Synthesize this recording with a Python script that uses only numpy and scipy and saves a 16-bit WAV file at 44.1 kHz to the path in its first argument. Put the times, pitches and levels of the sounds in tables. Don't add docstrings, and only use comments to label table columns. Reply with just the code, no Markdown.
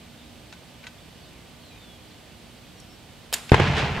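import sys
import numpy as np
from scipy import signal
from scipy.fft import rfft, irfft
from scipy.io import wavfile

SR = 44100
rng = np.random.default_rng(int(sys.argv[2]) if len(sys.argv) > 2 else 0)


def file_out(sig):
    cols = np.atleast_2d(sig).T
    lim = np.clip(cols, -1, 1)
    pcm = np.round(lim * 32767).astype(np.int16)
    wavfile.write(sys.argv[1], SR, pcm)


N = 176400
T = np.arange(N) / SR
HZ = np.maximum(np.fft.rfftfreq(N, 1 / SR), 1)
CUTOFF_HZ = 15900

# (frequency [Hz], likeness [0 to 1])
ECHO_LIKENESS = [(150, 0.98), (380, 0.96), (950, 0.84), (6000, 0.69), (15000, 0.17)]


def blast():
    # (time [s], strength [dB], pulse length [s], treble edge [Hz], scatter [dB], left over right [dB])
    arrivals = [(3.5184, 9.5, .0012, 1150, -7.5, 1), (3.5325, 0, .0012, 350, -14, 4),
                (3.543, 2.5, .00027, 1800, -9.5, 1), (3.5451, 4.5, .00032, 2100, -13, 1),
                (3.5984, 1, .00025, 1900, -22, -2), (3.5995, -1, .0012, 700, -17, -5),
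                (3.605, -1, .0013, 400, -32, -3), (3.616, -9, .0034, 220, -44, -3),
                (3.652, -9, .002, 200, -36, 1), (3.7005, -3, .0013, 190, -39, .5),
                (3.8285, -10, .0004, 1300, -32, 0), (3.976, -14, .0006, 400, -27, -1)]
    # (frequency [Hz], level [dB])
    scatter_tone = [(150, 8.5), (430, -4), (650, -6), (900, 8), (1500, 3.5), (2200, -1), (2900, -5),
                    (4200, -16.5), (8000, -23), (15000, -46)]
    # (frequency [Hz], likeness [0 to 1])
    scatter_likeness = [(200, 0.98), (500, 0.8), (1000, 0.72), (6000, 0.45)]
    s = 2j * np.pi * HZ
    pulses, scatter = 0, 0
    for start, db, length, edge_hz, scatter_db, pan_db in arrivals:
        shock = -s / (s + 1 / length) ** 2 * SR
        u = 1j * HZ / edge_hz
        treble_loss = 1 / (1 + np.sqrt(2) * u + u * u)
        pulses += pan(pan_db) * from_db(db) * shock * treble_loss * np.exp(-s * start)
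        scatter += pan(pan_db) * from_db(scatter_db) * burst(start, fade=.0035, attack=.00031)
    bounce_lag_s, bounce_db, right_lag_s = .00232, -8.5, .0001
    road_bounce = 1 + from_db(bounce_db) * np.exp(-s * bounce_lag_s)
    mic_bass_hz, mic_resonance = 86, 1.6
    u = 1j * HZ / mic_bass_hz
    microphone = u * u / (1 + u / mic_resonance + u * u)
    ear_delay = np.exp(-s * right_lag_s * [[0], [1]])
    bangs = irfft(pulses * road_bounce * microphone * ear_delay, N)
    return bangs + scatter * noise(scatter_tone, scatter_likeness, grain_db=3)


def close_crack():
    # (time [s], snap [dB], sizzle [dB], rise [s], fade [s], whistle [Hz], whistle [dB])
    spurts = [(3.3275, -12, -30, .0001, 0.00052, 14500, -24),
              (3.3292, -21.5, -30, 0.00017, 0.0037, 11500, -29),
              (3.3349, -36, -21, .0002, 0.0035, 5100, -18.5),
              (3.3393, -32, -11.5, 0.00072, .0036, 7000, -14)]
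    # (frequency [Hz], level [dB])
    snap_tone = [(100, -18), (300, -15), (600, 7.5), (1400, -11), (3000, 3), (5000, -8), (8000, -6),
                 (15000, -6.5)]
    sizzle_tone = [(500, -22), (1500, -9.5), (3000, -8), (5200, -8), (6200, -15), (9000, -13.5),
                   (11000, -15), (13000, -5.5), (15500, -31)]
    tail_tone = [(150, -7), (550, 3), (1200, 3.5), (3000, 4), (5000, 0), (6200, -5), (7000, 2), (7600, -1),
                 (12000, -7), (15500, -23)]
    # (frequency [Hz], width [Hz], boost [dB])
    sizzle_peaks = [(3770, 180, 12), (6930, 210, 17), (7880, 180, 10), (8970, 340, 13)]
    direct_likeness = [(100, 1.0), (15000, .96)]
    snap = noise(snap_tone, direct_likeness, grain_db=3.5)
    sizzle = noise(sizzle_tone, direct_likeness, grain_db=3.5, peaks=sizzle_peaks)
    crack, whistle_wander_hz, tail_start_s = 0, 280, 3.341
    for start, snap_db, sizzle_db, rise, fade, hz, whistle_db in spurts:
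        whistle = tone(hz + whistle_wander_hz * drift(rate_hz=489.5))
        spurt = from_db(snap_db) * snap + from_db(sizzle_db) * sizzle + from_db(whistle_db) * whistle
        crack += burst(start, fade, rise) * spurt
    short_tail = from_db(-31.5) * burst(tail_start_s, fade=.025, attack=.0032)
    long_tail = from_db(-42) * burst(tail_start_s, fade=.19, attack=.014)
    return pan(-1) * (crack + (short_tail + long_tail) * noise(tail_tone, ECHO_LIKENESS, grain_db=2))


def landscape_echoes():
    # (frequency [Hz], level [dB])
    roll_tone = [(100, -29), (170, -17), (205, 6), (265, -4), (350, -5.5), (430, 2.5), (540, -5.5),
                 (700, 0.5), (900, 0), (1200, -5), (1700, -3.5), (2900, -6), (4200, -15.5), (6500, -25.5),
                 (9000, -36.5), (14000, -81)]
    rumble_tone = [(20, -30), (35, -4), (52, 9), (80, 9.5), (110, 11.5), (150, 13), (175, 5.5), (205, 5),
                   (260, -20), (600, -50), (3000, -100)]
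    leaf_tone = [(300, 5), (800, 5.5), (1300, 4), (3000, 3.5), (5000, -6), (8000, -15), (12000, -28),
                 (15000, -46)]
    # (time [s], half width [s], level [dB], treble edge [Hz])
    tree_echoes = [(3.62, 0.017, -29, 4500), (3.675, 0.014, -29.5, 5000), (3.787, 0.022, -28.5, 11000),
                   (3.825, 0.044, -29.5, 5030), (3.978, 0.0085, -28.5, 1200)]
    start_s = 3.521
    roll = burst(start_s, fade=.54, attack=.00089) * noise(roll_tone, ECHO_LIKENESS, grain_db=5.5)
    rumble = burst(start_s, fade=.5, attack=.0087) * noise(rumble_tone, ECHO_LIKENESS)
    leaves = noise(leaf_tone, ECHO_LIKENESS, grain_db=6.5)
    trees = 0
    for centre, width, db, edge_hz in tree_echoes:
        swell = np.exp(-((T - centre) / width) ** 2 / 2)
        trees += dull(from_db(db) * swell * leaves, edge_hz)
    return pan(-.9) * (from_db(-24) * roll + from_db(-23) * rumble + trees)


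def clicks():
    # (time [s], clack [dB], ring [dB], clack fade [s], treble edge [Hz])
    touches = [(0.5252, -33.5, -44, .0042, 6000), (.5345, -45, -54, .006, 9000),
               (.632, -43, -60, .006, 2000), (.8307, -43, -54, .005, 4500), (.8385, -40, -45, .017, 3400),
               (.8672, -35, -39, .009, 7000), (3.4929, -24, -42, .0045, 5000)]
    # (frequency [Hz], level [dB], fade [s])
    ring_notes = [(1520, -2, .016), (2350, -5, .004), (2630, 0, .009), (3890, -1, .008), (6920, -6, .008)]
    # (frequency [Hz], level [dB])
    clack_tone = [(300, -20), (900, -3), (1600, -2), (2600, 0.5), (3900, -2.5), (5200, -5), (7000, -9),
                  (15000, -21)]
    tick_tone = [(2500, -22), (5000, -5), (7000, 2), (10000, -7), (15000, -22)]
    out, clack_noise = 0, noise(clack_tone, ECHO_LIKENESS)
    for start, clack_db, ring_db, clack_fade, edge_hz in touches:
        clack = burst(start, clack_fade, attack=.00077) * clack_noise
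        ring = sum(from_db(db) * burst(start, fade, attack=.00059) * np.sin(2 * np.pi * hz * (T - start))
                   for hz, db, fade in ring_notes)
        out += dull(from_db(clack_db) * clack + from_db(ring_db) * ring, edge_hz)
    tick = burst(start=2.8, fade=.0046, attack=.00055) * noise(tick_tone, ECHO_LIKENESS)
    return out + from_db(-42.5) * tick


def birds():
    # (time [s], length [s], start pitch [Hz], middle pitch [Hz], end pitch [Hz], level [dB])
    notes = [(.16, .09, 4000, 3600, 3500, -58), (1.205, .06, 4600, 4450, 3800, -55.5),
             (1.23, .09, 4000, 3650, 3650, -60), (1.29, .13, 3200, 2400, 1750, -60),
             (1.585, .2, 4550, 4030, 3720, -57), (1.73, .27, 3830, 3490, 3220, -53.5),
             (1.675, .13, 2950, 2400, 2780, -54.5), (2.065, .03, 3600, 4700, 5350, -57),
             (2.098, .027, 5000, 4150, 3800, -55.5), (2.773, .08, 5680, 5520, 5370, -56.5),
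             (2.878, .08, 5620, 5440, 5370, -56.5)]
    song, waver = 0, 1 + .0042 * drift(rate_hz=77)
    for start, length, start_hz, middle_hz, end_hz, db in notes:
        progress = np.clip((T - start) / length, 0, 1)
        glide = np.polyfit([0, .5, 1], [start_hz, middle_hz, end_hz], 2)
        song += from_db(db) * np.sin(np.pi * progress) * tone(np.polyval(glide, progress) * waver)
    chatter_hz = 3200 * 2 ** (.27 * drift(rate_hz=16))
    song += from_db(-66 + 3 * drift(rate_hz=16)) * tone(chatter_hz)
    reflections = rms_one(rng.standard_normal((2, N)) * burst(0, fade=.02, attack=.005))
    echo = irfft(rfft(song) * rfft(reflections) / np.sqrt(N), N)
    return song + from_db(-4) * echo


def motor_whine():
    # (frequency [Hz], level [dB])
    whine_tones = [(1199, -72.5), (1498, -76), (2997, -70.5), (4496, -71)]
    return np.sqrt(2) * sum(from_db(db) * np.sin(2 * np.pi * hz * T) for hz, db in whine_tones)


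def motor_buzz():
    # (frequency [Hz], level [dB])
    buzz_tone = [(4500, -40), (6500, -8), (8400, 14), (11500, -29), (12900, 11), (15700, -25)]
    base_hz, uneven_db = 299.7, 2.5
    overtones = np.searchsorted(HZ, np.arange(base_hz, CUTOFF_HZ, base_hz))
    unevenness, phase = rng.standard_normal((2, len(HZ)))[:, :len(overtones)]
    strength = from_db(over_hz(buzz_tone)[overtones] + uneven_db * unevenness)
    spectrum = np.zeros(len(HZ), complex)
    spectrum[overtones] = strength * np.exp(2j * np.pi * phase)
    return from_db(-70) * rms_one(irfft(spectrum, N))


def hum():
    # (frequency [Hz], level [dB])
    hum_tones = [(59.6, -66), (178.5, -72), (238.5, -62), (299.5, -66.5), (359.5, -69)]
    out, waver_db, wander_hz = 0, 3.5, 1.155
    for hz, db in hum_tones:
        loudness = from_db(db + waver_db * drift(rate_hz=3.7))
        out += loudness * tone(hz + wander_hz * drift(rate_hz=2.95))
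    return np.sqrt(2) * out


def open_air():
    # (frequency [Hz], level [dB])
    air_tone = [(12, -56), (20, -20), (59, 0.5), (112, 1), (232, -3.5), (298, -8), (324, -6.5), (362, -14),
                (393, -8.5), (705, -9), (1270, -17), (3350, -14), (6190, -23), (8640, -25.5),
                (12800, -30.5), (15500, -33)]
    # (frequency [Hz], likeness [0 to 1])
    air_likeness = [(60, 1), (150, 0.72), (380, 0.63), (950, 0.48), (2400, 0.8), (6000, 0.29),
                    (15000, 0.056)]
    return from_db(-48) * noise(air_tone, air_likeness)


def from_db(db):
    return 10 ** (np.asarray(db) / 20)


def rms_one(x):
    return x / np.sqrt(np.mean(x ** 2) + 1e-20)


def pan(db):
    return from_db(np.array([[db], [-db]]) / 2)


def over_hz(points):
    hz, value = np.transpose(points)
    return np.interp(np.log(HZ), np.log(hz), value)


def drift(rate_hz):
    return rms_one(irfft(rfft(rng.standard_normal(N)) / (1 + (HZ / rate_hz) ** 2) ** 2, N))


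def tone(hz):
    return np.sin(2 * np.pi * np.cumsum(hz) / SR)


def noise(spectrum, likeness, grain_db=0, peaks=()):
    common, opposite = rfft(rng.standard_normal((2, N)) * from_db(grain_db * rng.standard_normal(N)))
    alike, gain = np.clip(over_hz(likeness), 0, 1), from_db(over_hz(spectrum))
    for hz, width, db in peaks:
        gain *= 1 + (from_db(db) - 1) / (1 + (2 * (HZ - hz) / width) ** 2)
    stereo = np.sqrt(1 + alike) * common + np.sqrt(1 - alike) * opposite * [[1], [-1]]
    return rms_one(irfft(gain * stereo, N))


def burst(start, fade, attack):
    age = np.maximum(T - start, 0)
    return (1 - np.exp(-age / attack)) * np.exp(-np.minimum(age / fade, 60))


def dull(x, edge_hz):
    return signal.sosfilt(signal.butter(2, edge_hz, fs=SR, output="sos"), x + 1e-18)


def scene():
    background = pan(-2.5) * (hum() + motor_whine() + open_air()) + motor_buzz()
    return background + birds() + clicks() + close_crack() + blast() + landscape_echoes()


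def record(dry):
    clipped = np.clip(dry, -.99, .99)
    treble_cut = signal.cheby2(14, 70, CUTOFF_HZ + 700, fs=SR, output="sos")
    return signal.sosfilt(treble_cut, clipped)


dry = scene()
out = record(dry)
file_out(out)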